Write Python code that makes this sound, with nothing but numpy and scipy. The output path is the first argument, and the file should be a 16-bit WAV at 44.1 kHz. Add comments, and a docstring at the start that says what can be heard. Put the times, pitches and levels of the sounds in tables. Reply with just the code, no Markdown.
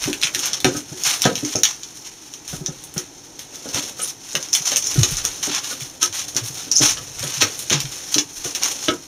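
"""In a small wood-lined room, hands wrap aluminium foil round a wooden board near a microphone.
Creases snap singly as impulses and crackle in swarms of resonant clicks; fingers squeak as fuzzy tones.
Pats and set-downs ring the board's modes and push low swelling tones; rubbing, floor shake and hiss lie below.
Sparse echoes follow, a microphone port lifts 6 kHz between two notches, and the loudest snaps overload."""
import sys
import numpy as np
from scipy import signal
from scipy.fft import rfft, irfft
from scipy.io import wavfile
from scipy.ndimage import uniform_filter1d

SR = 44100
rng = np.random.default_rng(int(sys.argv[2]) if len(sys.argv) > 2 else 0)


def wav_record(signal):
    """Record a signal, one row per channel, as 16-bit PCM in the file named by sys.argv[1]."""
    frames = np.transpose(np.atleast_2d(signal))
    bounded = np.clip(frames, -1, 1)
    # unit amplitude maps onto the largest positive 16-bit level
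    quanta = np.round(bounded * 32767).astype(np.int16)
    wavfile.write(sys.argv[1], SR, quanta)


N = 399987


def gain_of(db):
    """Decibel law: level to amplitude ratio; a doubled level gives the power ratio."""
    return 10 ** (np.asarray(db) / 20)


def evened(x):
    """Normalisation: the signal is scaled to an rms of 1."""
    return x / np.sqrt(np.mean(x ** 2) + 1e-20)


def read(points, hz):
    """Logarithmic frequency scale: a curve of (f, value) is interpolated along log f."""
    f, value = np.transpose(points)
    return np.interp(np.log(hz + 1), np.log(f + 1), value)


def follow(rows):
    """Slow modulation: each column after t is interpolated sample by sample."""
    s, *columns = np.transpose(rows)
    return [np.interp(np.arange(N) / SR, s, c) for c in columns]


def band(x, lo_hz, hi_hz):
    """Band limitation by a third-order Butterworth band-pass."""
    sos = signal.butter(3, [lo_hz, hi_hz], "bandpass", fs=SR, output="sos")
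    return signal.sosfilt(sos, x)


def wander(corner_hz):
    """Random modulation: white noise through a one-pole low-pass, at rms 1."""
    pole = np.exp(-2 * np.pi * corner_hz / SR)
    return evened(signal.lfilter([1], [1, -pole], rng.standard_normal(N)))


def swell(s, hold_s, rise_s, fall_db_per_s):
    """Power envelope: amplitude rises linearly, holds, then decays exponentially."""
    t = np.arange(N) / SR - s
    rise = np.clip(t / rise_s, 0, 1) ** 2
    falling_s = np.clip(t - rise_s - hold_s, 0, 1)
    return rise * gain_of(-2 * fall_db_per_s * falling_s)


# spectrum of the room tone: (f/Hz, relative level/dB per Hz)
ROOM_TONE = [(15, -42), (25, -22), (130, 5), (210, -2), (292, 9.5), (554, -5), (909, -0.5), (1150, -11),
             (1290, -7), (2000, -11), (2600, -15), (4400, -120)]
ROOM_TONE_DB, HISS_DB = -53.5, -55


def air():
    """Stationary noise: shaped room tone and the band-limited hiss of the input."""
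    hz = np.fft.rfftfreq(N, 1 / SR)
    spectrum = rfft(rng.standard_normal(N)) * gain_of(read(ROOM_TONE, hz))
    tone = evened(irfft(spectrum, N))
    hiss = band(rng.standard_normal(N), 1700, 22000)
    return gain_of(ROOM_TONE_DB) * tone + gain_of(HISS_DB) * hiss


# jolts of the floor: (t/s of the peak, relative peak level/dB)
FLOOR_JOLTS = [(0.01, -49), (0.66, -59), (1.26, -61), (2.53, -47), (2.63, -53), (3.74, -60), (4.97, -41),
               (5.15, -37.5), (5.86, -63), (6.82, -48), (6.97, -56), (7.17, -53), (7.85, -53), (8.39, -53)]
JOLT_RISE_S, JOLT_FALL_DB_PER_S, STILL_DB = 0.042, 88, -68


def shake():
    """Structure-borne vibration: low noise from the floor under the microphone swells at each jolt."""
    power = gain_of(2 * STILL_DB)
    for s, db in FLOOR_JOLTS:
        jolt = swell(s - JOLT_RISE_S, 0, JOLT_RISE_S, JOLT_FALL_DB_PER_S)
        power = power + gain_of(2 * db) * jolt
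    return evened(band(rng.standard_normal(N), 21, 84)) * np.sqrt(power)


def ring(modes):
    """Modal superposition: an impulse response is a sum of exponentially decaying sines."""
    t = np.arange(SR // 3) / SR
    return sum(gain_of(db - 60 * t / t60) * np.sin(2 * np.pi * hz * t) for hz, db, t60 in modes)


# bending modes of the board: (f/Hz, relative level/dB, 60 dB decay time/s)
BOARD_MODES = [(259, -30, 0.14), (299, -3, 0.084), (376.7, 1, 0.06), (458.6, 1.5, 0.061),
               (521, -1.5, 0.067), (596, 4, 0.026), (730, -2.5, 0.032), (989, -15, 0.1), (1288, 1, 0.036),
               (1448, -0.5, 0.049), (1563, -4, 0.051)]
# moving hands: (t/s, foil rustle level/dB, board level/dB, low push level/dB), all relative
HAND_MOTION = [(0.0, -30, -40.5, -55), (0.56, -42.5, -38, -50), (0.78, -29, -49, -49),
               (0.85, -43, -52, -58), (1.0, -30.5, -39.5, -52), (1.49, -35.5, -42.5, -53),
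               (1.77, -40.5, -62, -66), (1.88, -42.5, -63, -69), (2.32, -42.5, -71, -67),
               (2.73, -41.5, -54, -47), (3.38, -46.5, -46, -61), (3.89, -27.5, -35, -55),
               (3.95, -41, -43, -57), (4.1, -31, -51, -54), (4.16, -48.5, -60, -60), (4.29, -31, -54, -56),
               (4.5, -38, -45, -60), (4.7, -37.5, -39.5, -63), (4.97, -24, -38.5, -44),
               (6.06, -40, -46, -56), (6.27, -37.5, -42.5, -47.5), (7.8, -32, -41.5, -47),
               (8.1, -31, -45, -55), (8.28, -40, -55, -57), (8.69, -24, -35, -58), (9.07, -44.5, -53, -60)]


def handling():
    """Forced vibration: uneven rubbing noise excites the board, over a dull low push."""
    _, board_db, push_db = follow(HAND_MOTION)
    rub, push = rng.standard_normal((2, N)) * gain_of(1.6 * wander(25))
    ringing = signal.oaconvolve(rub, ring(BOARD_MODES[:7]))[:N]
    board = evened(ringing + 20 * band(rub, 170, 830))
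    low = evened(band(push, 70, 158))
    return gain_of(board_db - 12) * board + gain_of(push_db - 5.5) * low


# palm and sheet push air: (t/s, relative level/dB, nominal f/Hz, time scale/cycles)
AIR_PUSHES = [(0.056, -22, 134, 3.5), (0.242, -32, 155, 3.7), (0.649, -17, 139, 7.4),
              (0.762, -24, 142, 3.3), (0.915, -26, 150, 3.7), (1.063, -33.5, 134, 4.7),
              (1.261, -16, 149, 4.5), (1.369, -32, 137, 3.7), (1.428, -25, 133, 4.3),
              (1.555, -26.5, 138, 4.3), (2.533, -23, 163, 3), (2.607, -23.5, 157, 4.8),
              (2.685, -21, 155, 3.7), (2.965, -20, 165, 3.4), (3.679, -36, 156, 3.4),
              (3.744, -26, 125, 2.3), (3.789, -36, 157, 4), (4.356, -33, 151, 7.4), (4.601, -33, 152, 4),
              (4.977, -5, 133, 5.2), (5.009, -9.5, 109, 3.4), (5.074, -32, 86.1, 3.8),
              (5.115, -21.5, 147, 4.2), (5.813, -28.5, 133, 5.3), (6.092, -38, 99, 4.6),
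              (6.362, -33, 136, 5.3), (6.409, -26, 117, 8.2), (6.498, -31, 130, 3.2),
              (6.806, -19, 131, 5.6), (6.998, -37, 119, 5.4), (7.203, -27, 115, 4.3),
              (7.236, -26.5, 143, 7.4), (7.37, -28, 137, 6.9), (7.423, -27, 105, 7), (7.708, -25, 153, 9.3),
              (7.733, -20, 144, 12.4), (7.836, -24.5, 139, 7.6), (8.451, -30.5, 145, 4.9)]


def thumps(sag=0.15):
    """Displacement of air: a low tone swells and dies within cycles while its pitch sags."""
    out, t = np.zeros(N + SR), np.arange(SR // 4) / SR
    for s, db, hz, cycles in AIR_PUSHES:
        u = t * hz / cycles
        pitch_hz = hz * (1 + sag * (.4 - np.minimum(u, 2)))
        turns = np.cumsum(pitch_hz) / SR
        envelope = (3 * u * np.exp(1 - 3 * u)) ** 2
        out[round(s * SR):][:len(u)] += gain_of(db - 6) * envelope * np.sin(2 * np.pi * turns)
    return out[:N]


# hands and floor strike the board; middle and upper modes are given relative to the blow:
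# (t/s, relative level/dB, middle modes level/dB, upper modes level/dB)
BLOWS = [(0.076, -16, -16, -28), (0.358, -27, -20, -10), (0.647, -7.5, -8, -10.5), (0.748, -23.5, -7, -8),
         (0.926, -28.5, -14, -16), (1.255, -9, -3.5, -4), (1.326, -37, -13, -22), (1.427, -21, -29, -25),
         (1.553, -20.5, -5.5, -18), (2.529, -29.5, -7.5, -7), (2.609, -33.5, -12, -16),
         (2.683, -33.5, -3.5, -8), (2.963, -23.5, -14.5, -10), (3.657, -35.5, 3.5, -1), (3.759, -29, 1, -4),
         (3.993, -39.5, 3.5, 8.5), (4.347, -46, 17, -5), (4.719, -44.5, 13.5, -3), (4.957, -20, -15, -12),
         (5.03, -31.5, 0, 1), (5.245, -44.5, 6.5, 13), (5.475, -22, -9, -22), (5.712, -45, 8.5, 12.5),
         (6.026, -42.5, 9.5, 20), (6.357, -33, -3.5, -2), (6.67, -31, -22, -20), (6.804, -22, -5.5, -12.5),
         (6.969, -47.5, 6.5, 16.5), (7.232, -31.5, -0.5, -4), (7.42, -29.5, 6, 8), (7.713, -20, -6, -19),
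         (8.159, -15.5, -21, -20), (8.451, -33, 0, -11), (8.616, -40.5, 6.5, -13), (8.883, -22.5, 4.5, 7.5)]
FINGERS_MS = 8  # the fingers of one blow land within this time


def knocks():
    """Impulse excitation: fingers land in turn and ring the modes, with a set spectral reach per blow."""
    out = np.zeros(N + SR)
    chance = rng.random((len(BLOWS), 4))
    for (s, db, middle_db, upper_db), fingers in zip(BLOWS, chance):
        push = np.zeros(2048)
        push[(fingers * FINGERS_MS * SR / 1000).astype(int)] = 0.71
        push[0] = 1
        reach = [(360, 0), (470, middle_db), (800, middle_db), (1250, upper_db)]  # (f/Hz, level/dB)
        modes = [(hz, mode_db + read(reach, hz), t60) for hz, mode_db, t60 in BOARD_MODES]
        sound = signal.fftconvolve(ring(modes), push) / np.linalg.norm(push)
        out[round(s * SR):][:len(sound)] += gain_of(db - 7) * sound
    return out[:N]


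# fingers slip on smooth foil, one list a squeak, overtone relative to the tone:
# (t/s, f/Hz, relative level/dB, overtone level/dB before a fixed lift)
FINGER_SQUEAKS = [
    [(4.014, 8220, -26, -40), (4.02, 8030, -19, -40), (4.024, 9500, -26, -40), (4.034, 9900, -15, -40),
     (4.045, 9560, -30, -40), (4.06, 9600, -34, -40)],
    [(6.752, 5070, -35, -5), (6.758, 5090, -21, -7), (6.764, 5290, -25, -8), (6.77, 5550, -38, -10)],
]


def squeaks():
    """Stick-slip friction: a tone and its octave, fuzzy through random frequency and amplitude."""
    out = np.zeros(N)
    for rows in FINGER_SQUEAKS:
        s, *columns = np.transpose(rows)
        t = np.arange(s[0], s[-1], 1 / SR)
        hz, db, over_db = (np.interp(t, s, c) for c in columns)
        jitter, flutter = uniform_filter1d(rng.standard_normal((2, len(t))), 30, axis=1)
        phase = 2 * np.pi * np.cumsum(hz * (1 + 0.11 * jitter)) / SR
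        tone = np.sin(phase) + gain_of(over_db + 7) * np.sin(2 * phase)
        tone *= 1 + 1.8 * flutter
        fade = signal.windows.tukey(len(t), .2)
        out[round(s[0] * SR):][:len(t)] += gain_of(db + 13.5) * tone * fade
    return out


def foil(wide, middle, fine):
    """Size and pitch: wide folds sound low, small creases high."""
    return band(wide, 553, 3820) + band(middle, 4890, 7480) + band(fine, 8550, 16600)


# the sheet is bent and creases crackle; wide folds and fine creases relative to the swarm:
# (onset t/s, time to the fall/s, relative level/dB, wide folds level/dB, fine creases level/dB)
CREASE_SWARMS = [(0.007, 0.074, -26, -1.5, -7), (0.22, 0.074, -35, -5, -18), (0.33, 0.032, -32, -2, -8),
                 (0.374, 0.03, -26, -5, -8), (0.422, 0.064, -23.5, -3, -14),
                 (0.522, 0.028, -24.5, -3.5, -13), (0.64, 0.028, -23.5, -1.5, -14),
                 (1.042, 0.094, -17, -3, -7.5), (1.216, 0.057, -26, 2.5, -16),
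                 (1.43, 0.097, -28.5, -5.5, -9.5), (1.525, 0.034, -34, -5, -14),
                 (1.641, 0.069, -24.5, -6, -14), (1.812, 0.027, -55, -5, -11), (1.938, 0.052, -39, -12, -7),
                 (2.04, 0.032, -31.5, -6.5, -11), (2.476, 0.082, -31, -6, -6), (2.65, 0.019, -42, 7, -18),
                 (2.96, 0.031, -32, 1, -9), (3.382, 0.03, -35.5, -4.5, -6), (3.5, 0.07, -45, -5, -9),
                 (3.73, 0.062, -23, -2.5, -11), (3.984, 0.097, -27.5, -9.5, -4.5),
                 (4.35, 0.025, -31, -1, -20), (4.42, 0.036, -42, 3, -17), (4.521, 0.074, -23.5, -7, -13),
                 (4.646, 0.042, -18, -8, -12), (4.702, 0.019, -20.5, -2.5, -10),
                 (4.764, 0.025, -19, -17, -13), (4.85, 0.029, -24, -34, -15), (5.003, 0.016, -24, -7, -15),
                 (5.096, 0.023, -42, -12, 0), (5.167, 0.045, -31, -3, -14), (5.24, 0.055, -31, -2, -7),
                 (5.423, 0.026, -15, -7, -9), (5.485, 0.098, -22, -1, -14), (5.625, 0.112, -27, -5.5, -7),
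                 (5.794, 0.059, -33, -6, -7), (6.009, 0.033, -19, -6, -11), (6.121, 0.092, -25, -4, -7),
                 (6.356, 0.022, -30.5, 4.5, -9), (6.43, 0.045, -27.5, -7.5, -4.5),
                 (6.542, 0.093, -29.5, -4, -7.5), (6.71, 0.02, -21, -10, -20), (6.752, 0.03, -16, -26, -17),
                 (6.806, 0.092, -13.5, -5, -10.5), (7.175, 0.19, -28, -3, -8.5),
                 (7.402, 0.016, -12, -1, -16), (7.57, 0.055, -32, -20, -3),
                 (7.708, 0.046, -15.5, -0.5, -17), (8.112, 0.029, -22.5, -7, -6),
                 (8.162, 0.022, -31, -16, -19), (8.322, 0.056, -34, -23, -7),
                 (8.435, 0.041, -24.5, -5.5, -9), (8.546, 0.024, -29, -1.5, -10),
                 (8.616, 0.038, -19.5, -3.5, -21.5), (8.819, 0.071, -27.5, -5, -9.5)]
SWARM_RISE_S, SWARM_FALL_DB_PER_S = .012, 303
RUSTLE_WIDE_DB, RUSTLE_FINE_DB = -6, -8  # colour of the rustle between swarms


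def crackle(per_s=600, spread_db=1.5, clump_db=2.5, patch_db=1.0, rustle=0.72, sharp=2.57):
    """Random impulses through resonators: clumped clicks ring at many pitches over a noisy rustle."""
    rustle_db = follow(HAND_MOTION)[0]
    power = gain_of(2 * (rustle_db + np.array([[RUSTLE_WIDE_DB], [0], [RUSTLE_FINE_DB]])))
    for s, hold_s, db, wide_db, fine_db in CREASE_SWARMS:
        envelope = swell(s, hold_s - SWARM_RISE_S, SWARM_RISE_S, SWARM_FALL_DB_PER_S)
        power += gain_of(2 * (db + np.array([[wide_db], [0], [fine_db]]))) * envelope
    swarm = np.zeros(N)
    for hz in np.geomspace(800, 15000, num=14):
        clicks = rng.choice([-1, 1], N) * (rng.random(N) < per_s / SR)
        clicks = clicks * gain_of(spread_db * np.minimum(rng.exponential(1, N), 5))
        source = evened(clicks) + rustle * rng.standard_normal(N)
        source = source * gain_of(patch_db * wander(6.2))
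        swarm += signal.lfilter(*signal.iirpeak(hz, sharp, SR), source)
    swarm = evened(swarm * gain_of(clump_db * wander(21)))
    return foil(*(swarm * np.sqrt(power) * gain_of([[11], [6], [17]])))


# single creases buckle; wide fold and fine creases relative to the snap, before fixed lifts:
# (t/s, relative level/dB, wide fold level/dB, fine creases level/dB)
CREASE_SNAPS = [(0.033, -10.5, -11, -8), (0.0397, -9.5, 0, -8), (0.13, -11.5, -2, -8),
                (0.215, -11.5, -5, -9), (0.227, -5, -3, -28), (0.234, -1.5, 0, -11), (0.241, -15, -12, -14),
                (0.245, -10, -5, -14), (0.253, -5.5, -23, -23), (0.271, -11, 3.5, -11),
                (0.348, -5.5, 0, -6), (0.392, -5.5, -9.5, -9.5), (0.4574, -5.5, -11, -7),
                (0.5326, -6, -8.5, -16), (0.603, -12.5, -5, -6), (0.645, -4.5, 5, -11),
                (0.646, -2.5, -24, -17), (0.7696, -11.5, -11.5, -5), (1.0363, -2.5, -20, -11),
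                (1.2195, 0.5, -7, -8.5), (1.241, -9.5, 3.5, -15), (1.253, -0.5, -9, -15.5),
                (1.355, -7, -7.5, -12), (1.379, -14, 0, -12), (1.4491, -6, -14, -18),
                (1.5567, -2.5, -14, -17), (1.589, -11.5, -16, -17), (1.6338, 6.5, -9.5, -13.5),
                (1.6364, 0, -12, -17), (1.6531, -4, 1, -17), (1.833, -13, -10.5, -18),
                (2.338, -16, -12, -14), (2.478, -16, -11, -10), (2.661, -5, -16, -22), (2.839, -21, -11, 1),
                (2.9403, -23, -11, 3.5), (2.9794, -4.5, -22, -10), (3.3922, -18.5, -4, -8),
                (3.5571, -20.5, -10, -11), (3.6888, -14.5, -8.5, -16), (3.7453, -4.5, -12.5, -11),
                (4.0018, -18, 0, -6), (4.331, -11, -28, -18), (4.3525, -3.5, -1, -10.5),
                (4.4268, -11.5, -20, -15), (4.4866, -18, -9, -17), (4.5304, 1.5, -17, -16),
                (4.5375, 1, -21, -20), (4.5507, 4, -12, -10.5), (4.7179, -4.5, -4.5, -13),
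                (4.7603, -0.5, -15, -13), (4.768, 1, -12, -8.5), (4.824, -12, -12, -16),
                (4.842, -9, -21, -18), (4.858, -14, -24, -11), (4.87, 0.5, -29, -19), (4.943, -9, -15, -9),
                (5.0324, 5, -7.5, -15), (5.108, -13, -12, -10), (5.1115, -11.5, -12, -1),
                (5.1687, -6, -22, -14), (5.251, -1, -16, -11), (5.4282, -13, -5.5, -22),
                (5.432, -12, 2, -10), (5.5487, -4.5, -18, -16), (5.6438, -13, -3.5, -25),
                (5.808, -16.5, -8, -4.5), (6.029, 3.5, -15, -13.5), (6.127, -18, -8, -15),
                (6.283, -8.5, -18, -13), (6.348, -13, -18, -12), (6.3655, 0.5, -23, -17),
                (6.3697, -15, -13, -3), (6.448, -22, -15, -15), (6.5442, -19, -15, -3),
                (6.715, 4.5, -21, -22), (6.7207, -7, -23, -19), (6.756, -14, -18, -14),
                (6.765, 5, -38, -31), (6.771, 2.5, -36, -31), (6.973, -23, 6, -15), (7.194, -12, -15, -7),
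                (7.2393, -9, -13, -7.5), (7.34, -8, -10, -12), (7.422, 4.5, -5, -12),
                (7.5916, -18, -2, 6.5), (7.699, -4.5, -7, -15), (7.704, -8, 2.5, -14),
                (7.8033, -4, -9, -11), (7.8548, -18, 0, -17), (8.143, 1.5, -5.5, -15),
                (8.1821, -2.5, -1.5, -19), (8.1862, 2.5, -13.5, -16), (8.4476, -10, -14, -16),
                (8.5498, -3, -10.5, -13.5), (8.6342, -2.5, -12.5, -8.5), (8.8845, -9.5, 8, -20)]
FOLD_HZ, FOLD_SPREAD = 3180, 0.18  # central fold pitch, and its spread in log frequency


def snaps(t60=0.014, breadth=0.79, followers=0.12):
    """Buckling instability: one impulse, then a few neighbours within milliseconds; the fold resonates."""
    fade = gain_of(-60 * np.arange(1024) / SR / t60)
    parts = np.zeros((3, N + 1024))
    chance = rng.standard_normal((len(CREASE_SNAPS), 1024))
    for (s, db, wide_db, fine_db), slips in zip(CREASE_SNAPS, chance):
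        burst = followers * fade * slips * abs(slips)  # a few slips stand out
        burst[0] = 1
        fold_hz = FOLD_HZ * np.exp(FOLD_SPREAD * slips[0])
        fold = signal.lfilter(*signal.iirpeak(fold_hz, 1 / breadth, SR), burst)
        sound = [gain_of(wide_db + 10.5) * fold, burst, gain_of(fine_db + 12.5) * burst]
        parts[:, round(s * SR):][:, :1024] += gain_of(db + 14.0) * np.array(sound)
    return foil(*parts[:, :N])


# reverberation of the room: (f/Hz, 60 dB decay time/s)
WALL_DECAY = [(200, 0.26), (530, 0.22), (1400, 0.17), (3700, 0.099), (9700, 0.13)]


def walls(x):
    """Reverberation: sparse echoes decay band by band; three sets fade into one another in steady rotation."""
    taps = np.zeros((3, SR // 2))
    slots = np.arange(160, SR // 2 - 20, 20)
    at = slots + rng.integers(0, 20, (3, len(slots)))  # one echo in every 20 samples
    np.put_along_axis(taps, at, rng.choice([-1., 1.], at.shape), 1)
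    hz, t, z = signal.stft(taps, SR, nperseg=128)
    decay = gain_of(-60 * t / read(WALL_DECAY, hz)[:, None])
    tails = signal.istft(z * decay, SR, nperseg=128)[1]
    phase = np.pi * (3 * np.arange(N) / SR + np.arange(3)[:, None] / 3)
    turns = np.cos(phase) * np.sqrt(2 / 3)  # the three squares sum to 1
    echoes = signal.oaconvolve(x * turns, tails / np.linalg.norm(tails[0]), axes=1)
    return echoes[:, :N].sum(0)


def scene():
    """Superposition: direct foil, board, shake and air, with the echoes of foil and knocks."""
    bright, sudden, wood = crackle() + squeaks(), snaps(), knocks()
    echoes = walls(gain_of(-8.5) * bright + gain_of(0.5) * sudden + gain_of(16) * wood)
    board = band(wood + handling(), 89, 4600) + thumps()  # a small board radiates no deep bass
    low = gain_of(16.0) * (board + shake() + air())
    return (bright + sudden + band(echoes, 120, 22000) + low)[None]


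# broad response of the microphone port: (f/Hz, level/dB)
PORT_RESPONSE = [(900, -11), (2000, -11), (3800, -5), (4500, -3.5), (5400, 1), (6200, 6), (7100, -3),
                 (8500, -11), (11000, -18), (15500, -24)]
# its notches: (f/Hz, width/Hz, depth as level/dB)
PORT_NOTCHES = [(4856, 287, -16.5), (7705, 490, -19)]
EDGE_HZ = 15600  # upper band limit


def record(dry):
    """Minimum-phase filtering by the microphone port, then input clipping and a low-pass."""
    hz = abs(np.fft.fftfreq(4096, 1 / SR))
    db = read(PORT_RESPONSE, hz)
    for f, width, depth in PORT_NOTCHES:
        db = db + depth / (1 + (2 * (hz - f) / width) ** 2)
    # the Hilbert transform of the log gain supplies the phase of a causal filter
    response = np.exp(np.conj(signal.hilbert(np.log(gain_of(db)))))
    port = np.fft.ifft(response).real[:2048]
    heard = np.clip(signal.oaconvolve(dry, port[None])[:, :N], -1, 1)
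    low_pass = signal.firwin(511, EDGE_HZ, window=("kaiser", 9), fs=SR)
    return signal.oaconvolve(heard, low_pass[None], "same")


dry = scene()
out = record(dry)
wav_record(out)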